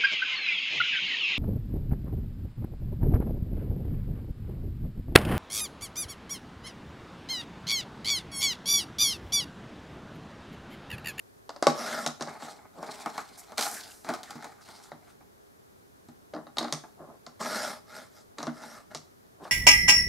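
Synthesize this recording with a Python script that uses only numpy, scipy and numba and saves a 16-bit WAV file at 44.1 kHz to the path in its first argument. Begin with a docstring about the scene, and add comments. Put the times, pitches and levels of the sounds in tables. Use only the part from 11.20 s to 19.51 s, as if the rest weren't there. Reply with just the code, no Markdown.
"""A plastic paper trimmer cutting card on a table in a small room, stereo microphone close overhead.
The rail clacks down, ringing the base, and the blade rasps through: snapping fibres hiss and shake the rail.
The rail is lifted; the card rubs, slaps and crackles as it is slid, flexed and turned. The rail shuts
again and a second cut follows in short strokes. Short reflections and faint room tone lie behind."""
import sys
import numpy as np
from scipy import signal
from scipy.fft import rfft, irfft
from scipy.io import wavfile
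from scipy.ndimage import uniform_filter1d, map_coordinates
from numba import njit

SR = 44100
rng = np.random.default_rng(int(sys.argv[2]) if len(sys.argv) > 2 else 0)


def digitize_waveform(pressure):
    """Quantize a signal to 16-bit integers and store it at the path in sys.argv[1].

    Rows of a 2-D input are taken as channels; values are limited to [-1, 1].
    """
    field = np.atleast_2d(pressure).T
    bounded = np.clip(field, -1, 1)
    quanta = np.round(bounded * 32767).astype(np.int16)
    wavfile.write(sys.argv[1], SR, quanta)


N = 366471
TIME = np.arange(N) / SR
AGE = TIME[:SR // 3]  # seconds since a hit
THUD_BELOW_HZ = 350  # base modes below this thud, the rest ring

# modes of the trimmer's base: f/Hz, level/dB, t60/s
BASE_MODES = [(152, -16, 0.19), (239, -13.5, 0.21), (306, -12, 0.21), (405, -22, 0.1), (478, -11, 0.1),
              (580, 6, .058), (808, -8, .09), (1137, -10.5, 0.09), (1245, -22, .12), (1495, -28, 0.15),
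              (1690, -29, 0.2), (2145, -26, 0.08)]
# spectrum of the card's body: f/Hz, level/dB
CARD_BODY = [(76, -59), (130, -19), (238, -6), (397, -10.5), (464, -2.5), (527, -18), (592, -5.5),
             (816, 1.5), (964, -7), (1280, -5.5), (1900, -14.5), (2150, -12), (2700, -24), (3640, -72),
             (6160, -120)]
# spectrum of the card's surface: f/Hz, level/dB
CARD_HISS = [(300, -38), (1410, -10), (2400, -4.5), (2680, -7), (4150, 0.5), (5750, -3.5), (7900, -5.5),
             (9500, -9.5), (11700, -13), (15100, -24)]


def blade():
    """Fibres part in dense snaps that hiss and shake the rail; snagging bundles make the rasp pulse."""
    # resonances of the rail: f/Hz, width/Hz, level/dB
    rail_modes = [(233, 26.6, -5), (403, 120, -13), (613, 47.6, 2.5), (807, 112, -3), (1654, 140, -7),
                  (2158, 68, -7.5)]
    # spectrum of parting fibres: f/Hz, level/dB
    fibre_spectrum = [(1290, -33.5), (2200, -3.5), (2490, -7), (2970, -7), (3390, -2.5), (4610, -1),
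                      (5000, -1), (7150, -5.5), (8510, -8.5), (9560, -10.5), (10700, -12), (14800, -19),
                      (16000, -46.5)]
    # resonances of the thin blade: f/Hz, width/Hz, gain over the plain hiss
    blade_song = [(5300, 500, .7), (8400, 500, .8), (10900, 700, 1.6)]
    slow_hz, fast_hz, snag_s = 1080, 1430, 0.0037
    rasp, hiss, speed = strokes()
    snaps = grains(per_s=9000, spread_db=-0.2)
    snags = signal.oaconvolve(slips(per_s=55, uneven=.6), np.exp(-AGE / snag_s))[:N]
    drag = unit(snaps * (1 + undb(-1.5) * snags))
    rail = sum((-1) ** k * undb(db) * resonate(drag, hz, width)
               for k, (hz, width, db) in enumerate(rail_modes))
    whirr = glide(drag, slow_hz + (fast_hz - slow_hz) * speed, width=150.)  # card round the blade
    rail = colour(rail + undb(2) * whirr, [(70, -7), (150, 0), (2100, -12.5), (2700, -17), (8000, -39)])
    fibres = colour(snaps + .5 * drag, fibre_spectrum)
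    song = sum(gain * glide(fibres, hz * (1 + 0.037 * walk(11)), float(width))
               for hz, width, gain in blade_song)  # the pitches wander as the blade flexes
    return undb(-0.7) * rasp * unit(rail) + undb(1.5) * hiss * flutter(fibres + song, rate=39)


def strokes():
    """Gains of rasp and hiss, and blade speed 0-1: each stroke swells towards its fast middle."""
    # blade strokes: t/s, attack/s, hold/s, release/s, rasp/dB, hiss/dB
    cuts = [(0.532, 0.048, 0.26, 0.049, -35, -43), (6.191, 0.021, 0.24, 0.15, -34, -41),
            (6.643, .12, 0.016, 0.12, -45.5, -52), (6.868, 0.12, .01, 0.058, -59.5, -61.5),
            (7.268, 0.17, 0.13, 0.09, -48.5, -56), (7.694, 0.023, 0.022, .02, -51, -63.5)]
    rasp_swell_db, hiss_swell_db = 5, 6
    rasp = hiss = speed = 0
    for start, attack, hold, release, rasp_db, hiss_db in cuts:
        moving = push(start, attack, hold, release)
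        off_middle = np.minimum((2 * (TIME - start) / (attack + hold + release) - 1) ** 2, 1)
        rasp = rasp + moving * undb(rasp_db - rasp_swell_db * off_middle)
        hiss = hiss + moving * undb(hiss_db - hiss_swell_db * off_middle)
        speed = np.maximum(speed, 1 - off_middle)
    return rasp, hiss, speed


def knocks():
    """Plastic on plastic: a tick, a clack, a thud and the base's ring, which hard blows bring out most."""
    # blows on the trimmer: t/s, level/dB, tick offset/dB, part
    hits = [(0.293, -33, -12, "slider"), (0.362, -40, -11, "slider"), (0.4253, -17.5, -15, "slider"),
            (0.469, -6.5, -16, "blade"), (0.863, -23, -6, "carriage"), (1.009, -28, -11.5, "carriage"),
            (1.023, -33.5, -4, "carriage"), (1.074, -33, -16.5, "base"), (1.223, -33.5, -18, "base"),
            (3.718, -36, -20.5, "base"), (5.137, -34.5, -17, "hinge"), (5.163, -35.5, -23, "hinge"),
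            (5.268, -42, -17, "base"), (5.370, -32.5, -7, "latch"), (5.384, -28, 2.5, "latch"),
            (5.409, -30, -25, "hinge"), (5.427, -28, -14, "hinge"), (5.444, -31, -14, "hinge"),
            (5.482, -37, -14, "hinge"), (5.525, -28.5, 0, "feet"), (6.065, -39.5, -7, "carriage"),
            (7.184, -33.5, -8.5, "latch"), (7.202, -35, -15, "base"), (7.229, -30.5, -10.5, "carriage"),
            (7.269, -28.5, -16, "bed"), (7.748, -34, -3.5, "carriage"), (8.252, -36, -27, "slider")]
    # per struck part: thud offset/dB, thud f/Hz, share of thud ring time the hands leave, tick f/Hz
    parts = {"slider": (-30, 225, .6, 4870), "blade": (-19, 195, .7, 5200),
             "carriage": (-12.5, 190, .75, 5600), "latch": (-10, 230, .7, 4000),
             "hinge": (-6, 295, .7, 4800), "base": (-11, 195, .7, 4000), "bed": (-2.5, 208, .85, 3400),
             "feet": (-8, 175, .7, 6000)}
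    # spectrum of clacking plastic: f/Hz, level/dB
    clack_spectrum = [(160, -30), (280, -1), (462, -10.5), (666, 3), (980, -4.5), (1090, -0.5),
                      (1310, -2.5), (1590, -10.5), (2120, -16), (2400, -37), (2800, -19.5), (3640, -75.5),
                      (6160, -120)]
    upper_modes = [mode for mode in BASE_MODES if mode[0] >= THUD_BELOW_HZ]
    out = np.zeros(N)
    for s, db, tick_db, part in hits:
        thud_db, thud_hz, ring_share, tick_hz = parts[part]
        force = np.clip((db + 24.5) / 20, .25, .95)
        base = highpass(ring(upper_modes, scatter_db=4, ring_share=.78), hz=255)
        clack = burst(clack_spectrum, t60=0.039, tail_db=-4.5, tail_t60=.16)
        body = np.sqrt(force) * blow(base, db - 4.5) + np.sqrt(1 - force) * blow(clack, db - 4.5)
        add(out, s, body + tick(db + tick_db, tick_hz))
        add(out, s, thud(db + thud_db + 3.5, thud_hz, swell_s=0.015, ring_share=ring_share))
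    return out


def tick(db, hz):
    """A hard snap pings the rail, favouring the modes near hz; a softer touch is duller."""
    # modes of the rail's thin plastic: f/Hz, level/dB, t60/s
    pings = [(3810, -3, .04), (4600, 0, .04), (5360, -2, .035), (6380, -1, .03), (7020, -1, .03),
             (8250, -5, .025), (11000, -5, .02)]
    # spectrum of the snap: f/Hz, level/dB
    snap_spectrum = [(1180, -36), (2000, -6), (2550, -13), (3810, -3.5), (6530, -8), (9490, -14),
                     (11200, -17.5), (14900, -31.5), (16000, -39.5)]
    contact_s = .00025
    modes = [(f, level - 7 * abs(np.log2(f / hz)), t60) for f, level, t60 in pings]
    snap = burst(snap_spectrum, t60=.0055, tail_db=-19, tail_t60=0.14)
    snap = blow(snap + 1.2 * resonate(snap, hz, width=700), db=0)
    ping = blow(ring(modes, scatter_db=3.5, ring_share=0.99), db=-8)
    hit = (snap + ping) * (1 - np.exp(-AGE / contact_s))
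    cutoff_hz = np.clip(9000 * 2 ** ((db + 41.5) / 18), 3500, 19000)
    return blow(signal.sosfilt(signal.butter(2, cutoff_hz, fs=SR, output="sos"), hit), db)


def thud(db, hz, swell_s, ring_share):
    """The base's low modes take a moment to get going; the place of the blow favours those near hz."""
    modes = [(f, level - 19 * abs(np.log2(f / hz)), t60)
             for f, level, t60 in BASE_MODES if f < THUD_BELOW_HZ]
    low = ring(modes, scatter_db=2, ring_share=ring_share)
    low = highpass(low * (1 - np.exp(-AGE / swell_s)), hz=95)
    return low * undb(db) / np.abs(low).max()


def card_flaps():
    """Card is well damped: a papery slap and a crackle, with a thud from the base under it."""
    # slaps of the sheet: t/s, level/dB, crackle offset/dB, touch
    slaps = [(1.108, -39, -34, "land"), (1.628, -28, -21.5, "land"), (1.687, -30, -38, "land"),
             (1.86, -21.5, -20, "land"), (1.979, -23.5, -16.5, "flex"), (2.32, -35, -18, "land"),
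             (2.3752, -31, -9, "flex"), (2.3798, -22.5, -4, "flex"), (2.391, -26, -4, "land"),
             (2.41, -27.5, -0.5, "flex"), (2.425, -35, 6, "flex"), (2.465, -24, -17, "flex"),
             (2.846, -35.5, -15, "land"), (2.889, -20, -18.5, "land"), (2.902, -30, -16, "land"),
             (2.938, -27, -12, "land"), (3.032, -41.5, -0.5, "flex"), (3.106, -33.5, -8.5, "flex"),
             (3.155, -41.5, -19, "pat"), (3.225, -38, -12, "flex"), (3.244, -35, -10, "land"),
             (3.299, -50, -20, "flex"), (3.32, -44, -16, "flex"), (3.487, -41, -11, "land"),
             (4.007, -47.5, -28, "land"), (4.886, -47, -12.5, "pat"), (5.637, -37.5, -39, "land"),
             (7.437, -35, -37, "land")]
    # per touch (flexed in the air, landing, patted): thud offset/dB, slap f/Hz
    touches = {"flex": (-37, 1500), "land": (-19.5, 560), "pat": (4.4, 650)}
    out = np.zeros(N)
    for s, db, crackle_db, touch in slaps:
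        thud_db, slap_hz = touches[touch]
        landing = 1 - np.exp(-AGE / 0.00014)  # a limp sheet lands bit by bit
        slap = landing * burst(CARD_BODY, t60=0.068, tail_db=-9.5, tail_t60=0.22)
        slap = slap + 1.16 * resonate(slap, slap_hz, width=960)
        crackle = burst(CARD_HISS, t60=0.01, tail_db=-11.5, tail_t60=0.16)
        add(out, s, blow(slap, db - 8) + blow(crackle, db + crackle_db - 2))
        add(out, s, thud(db + thud_db, hz=202, swell_s=0.0012, ring_share=0.73))
    return out


def card_slides():
    """The sheet catches and slips: its body rumbles, its surface hisses, a skimming edge swishes."""
    # shoves of the card over the base: t/s, speeding up/s, slowing down/s, rub/dB, hiss/dB
    slides = [(0.995, 0.0027, 0.55, -45.5, -60), (1.17, 0.075, 0.14, -43, -51.5),
              (1.52, 0.3, 0.16, -46, -51), (1.92, 0.078, 0.041, -41.5, -47.5), (1.98, 0.067, 1, -54, -59.5),
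              (2.37, 0.03, 0.17, -40, -40), (2.5, 0.047, 0.24, -47, -50.5),
              (2.835, 0.031, 0.21, -45, -53.5), (3.0, 0.11, 0.35, -50, -59), (3.37, 0.15, 0.26, -54, -56),
              (3.78, 0.11, 0.066, -58.5, -67), (5.355, 0.037, 0.23, -40.5, -57),
              (7.17, 0.057, 0.072, -44, -54.5), (8.215, 0.031, .07, -51.5, -57.5)]
    # the cut square skimming the table on its edge: t/s, speeding up/s, slowing down/s, level/dB
    skims = [(2.17, 0.024, 0.027, -42.5), (2.372, 0.068, 0.11, -33.5), (2.46, 0.093, 0.066, -39),
             (2.66, 0.044, 0.18, -50.5)]
    # spectrum of that edge: f/Hz, level/dB
    swish_spectrum = [(1200, -45), (2940, -28), (5000, -3.5), (5900, -2), (8920, -2), (9880, -3),
                      (11500, -3), (15000, -15), (16000, -33)]
    rub, hiss = shoves(slides)
    edge, = shoves(skims)
    catches = grains(per_s=1800, spread_db=-1) * undb(4 * walk(45))
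    surface = grains(per_s=9200, spread_db=-1) * undb(3.2 * walk(77))
    body = colour(catches, CARD_BODY)
    body = flutter(body + .5 * resonate(body, hz=1500, width=120), rate=12)
    rustle = flutter(colour(surface + 0.27 * catches, CARD_HISS), rate=28)
    crinkles = grains(per_s=140, spread_db=4)
    swish = colour(grains(per_s=8000, spread_db=0.5) + 0.27 * crinkles, swish_spectrum)
    rustle = rustle + 0.12 * unit(colour(crinkles, CARD_HISS))
    return rub * body + undb(1.5) * hiss * rustle + undb(-3) * edge * unit(swish)


def card_sweeps():
    """Turning the sheet drags its broad face over the table with a hollow swish."""
    # turns of the sheet: t/s, speeding up/s, slowing down/s, level/dB
    turns = [(2.52, 0.061, 0.06, -45.5), (3.03, 0.051, 0.074, -55)]
    level, = shoves(turns)
    rub = resonate(grains(per_s=3300, spread_db=-2), hz=1700, width=550)
    return level * unit(resonate(rub, hz=1700, width=1100))


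def drags():
    """Skin and hinge stick and let go at an uneven rate, shaking the base with a dull judder."""
    # drags of fingers and rail hinge: t/s, speeding up/s, slowing down/s, level/dB
    moves = [(1.54, 0.052, 0.27, -43), (5.132, 0.011, 0.11, -36.5), (5.77, 0.046, 0.069, -43.5),
             (5.86, 0.036, 0.079, -46.5), (8.18, 0.046, 0.067, -44)]
    # spectrum of the judder: f/Hz, level/dB
    judder_spectrum = [(88, -37), (150, -5), (297, -2.5), (504, -3.5), (701, 2), (877, -7), (1080, -5),
                       (1420, -16.5), (1720, -20), (2500, -47), (3250, -69), (5500, -120)]
    level, = shoves(moves)
    judder = unit(slips(per_s=120, uneven=.43)) + 2 * grains(per_s=1800, spread_db=0.5)
    return undb(-2.5) * level * unit(colour(judder, judder_spectrum))


def room(x, t60, wet_db, side_db):
    """Short reflections off table and walls; left and right differ most in the treble."""
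    tails = rng.standard_normal((2, len(AGE))) * fade(t60) * (AGE > .004)
    centre, side = (signal.fftconvolve(x, h / np.linalg.norm(h))[:N] for h in tails)
    side = colour(side, [(150, 2.5), (500, -3.5), (1200, 1), (5000, -0.5), (8000, 1), (14000, 8)])
    return x + undb(wet_db) * centre + undb(side_db) * np.array([side, -side])


def room_tone(db, side_db):
    """The room's faint steady rumble and hiss, spread between left and right."""
    # spectrum of the quiet room: f/Hz, level/dB
    spectrum = [(15, -30), (30, -7), (70, -3), (105, 2), (145, -4), (200, -1), (350, -4.5), (405, 1),
                (480, -8), (650, -8.5), (900, -13), (1500, -14.5), (2700, -23), (4000, -21), (6500, -21),
                (8500, -23.5), (11000, -20.5), (14800, -25), (16000, -34)]
    mid, side = (unit(colour(rng.standard_normal(N), spectrum)) for _ in range(2))
    side = colour(side, [(30, -3), (100, -4), (250, 1), (1000, 6), (4000, -2), (12000, -8)])
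    return undb(db) * (mid + undb(side_db) * np.array([side, -side]))


def push(start, attack, hold, release):
    """Gain of rubbing under a hand that gathers speed, holds it and comes to rest."""
    corners = np.cumsum([0, attack, hold, release])
    speed = np.interp(TIME - start, corners, [0, 1, 1, 0])
    return speed ** 0.96


def shoves(rows):
    """One gain curve per level column, for movements that slow as soon as they are up to speed."""
    return np.sqrt(sum(np.outer(undb(db), push(start, rise, 0, fall)) ** 2
                       for start, rise, fall, *db in rows))


def grains(per_s, spread_db):
    """Random tiny slips of uneven size, rms 1."""
    hit = rng.random(N) < per_s / SR
    size, strength = rng.standard_normal(N), rng.exponential(size=N)
    return unit(hit * size * undb(spread_db * np.minimum(strength, 4)))


def slips(per_s, uneven):
    """One pulse each time a sticking contact lets go, at an uneven rate."""
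    cycles = np.floor(np.cumsum(per_s * np.exp(uneven * walk(70))) / SR)
    return np.diff(cycles, prepend=0) * undb(4.4 * walk(120))


def flutter(x, rate):
    """The contact keeps moving, so each narrow band swells and fades on its own."""
    depth_db, bands_per_octave = 3.5, 5
    hz, s, spectrum = signal.stft(x, SR, nperseg=512)
    band = bands_per_octave * np.log2(np.maximum(hz / 400, 1))
    chance = rng.standard_normal((int(s[-1] * rate) + 2, int(band[-1]) + 2)).T
    swell = map_coordinates(chance, np.meshgrid(band, s * rate, indexing="ij"), order=1)
    return unit(signal.istft(spectrum * undb(depth_db * swell), SR)[1][:N])


def ring(modes, scatter_db, ring_share):
    """Struck modes, slightly detuned; each blow lands elsewhere and weights them anew."""
    chance = rng.standard_normal((len(modes), 2))
    return sum(undb(db + scatter_db * weight) * fade(t60 * ring_share)
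               * np.sin(2 * np.pi * hz * (1 + 0.0077 * detune) * AGE)
               for (hz, db, t60), (detune, weight) in zip(modes, chance))


def burst(points, t60, tail_db, tail_t60):
    """A short crack of contact noise and the weaker, ragged chatter after it."""
    chatter = np.repeat(undb(3.5 * rng.standard_normal(len(AGE) // 100 + 1)), 100)[:len(AGE)]
    envelope = fade(t60) + undb(tail_db) * chatter * fade(tail_t60)
    return colour(rng.standard_normal(len(AGE)) * envelope, points)


def colour(x, points):
    """Causal filter with the given (f/Hz, level/dB) spectrum."""
    size = 2048
    hz, db = np.transpose(points)
    bins = np.maximum(np.fft.rfftfreq(size, 1 / SR), 1)
    cepstrum = irfft(np.log(undb(np.interp(np.log(bins), np.log(hz), db))))
    cepstrum[1:size // 2] *= 2  # fold to minimum phase
    cepstrum[size // 2 + 1:] = 0
    return signal.oaconvolve(x, irfft(np.exp(rfft(cepstrum))))[:len(x)]


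def resonate(x, hz, width):
    """One resonance, gain 1 at its centre, width in Hz."""
    return signal.lfilter(*signal.iirpeak(hz, hz / width, fs=SR), x)


@njit
def glide(x, hz, width):
    """One resonance whose centre moves, gain 1 at the centre."""
    y, band, low = np.empty(len(x)), 0., 0.
    for i in range(len(x)):
        g, k = np.tan(np.pi * hz[i] / SR), width / hz[i]
        v = (band + g * (x[i] - low)) / (1 + g * (g + k))
        band, low, y[i] = 2 * v - band, low + 2 * g * v, k * v
    return y


def highpass(x, hz):
    """A small object radiates little below this frequency."""
    return signal.sosfilt(signal.butter(3, hz, "high", fs=SR, output="sos"), x)


def walk(rate):
    """Smooth random wander, rms 1."""
    step = max(int(SR / rate), 1)
    stairs = np.repeat(rng.standard_normal(N // step + 1), step)
    return unit(uniform_filter1d(stairs, step)[:N])


def fade(t60):
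    """Exponential decay, 60 dB down after t60 seconds."""
    return np.exp(-np.log(1000) * AGE / t60)


def blow(x, db):
    """Scale a hit so that its first 10 ms have this level."""
    return x * undb(db) / np.sqrt(np.mean(x[:SR // 100] ** 2))


def undb(db):
    """Gain of a level in dB."""
    return 10 ** (np.asarray(db) / 20)


def unit(x):
    """Scale to rms 1."""
    return x / np.sqrt(np.mean(x ** 2))


def add(track, s, sound):
    """Mix a sound into the track at time s."""
    start = max(int(s * SR), 0)
    track[start:start + len(sound)] += sound[:N - start]


def scene():
    """Trimmer and card close up and centred, the small room around them."""
    table = knocks() + card_flaps() + drags() + blade() + card_slides() + card_sweeps()
    return room(table, t60=0.35, wet_db=-11, side_db=-14.5) + room_tone(db=-62.3, side_db=3.5)


def record(dry):
    """Each microphone port colours the sound; the recorder rounds the hardest peak and cuts the top."""
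    # left port minus right port: f/Hz, level/dB
    ports = [(250, -1.5), (700, 1.6), (4000, 0.5), (8000, -2), (12000, 1)]
    ceiling, top_hz = .85, 15700
    left = colour(dry[0], [(hz, db / 2) for hz, db in ports])
    right = colour(dry[1], [(hz, -db / 2) for hz, db in ports])
    rounded = ceiling * np.tanh(np.array([left, right]) / ceiling)
    return signal.sosfilt(signal.ellip(10, .2, 70, top_hz, fs=SR, output="sos"), rounded)


dry = scene()
out = record(dry)
digitize_waveform(out)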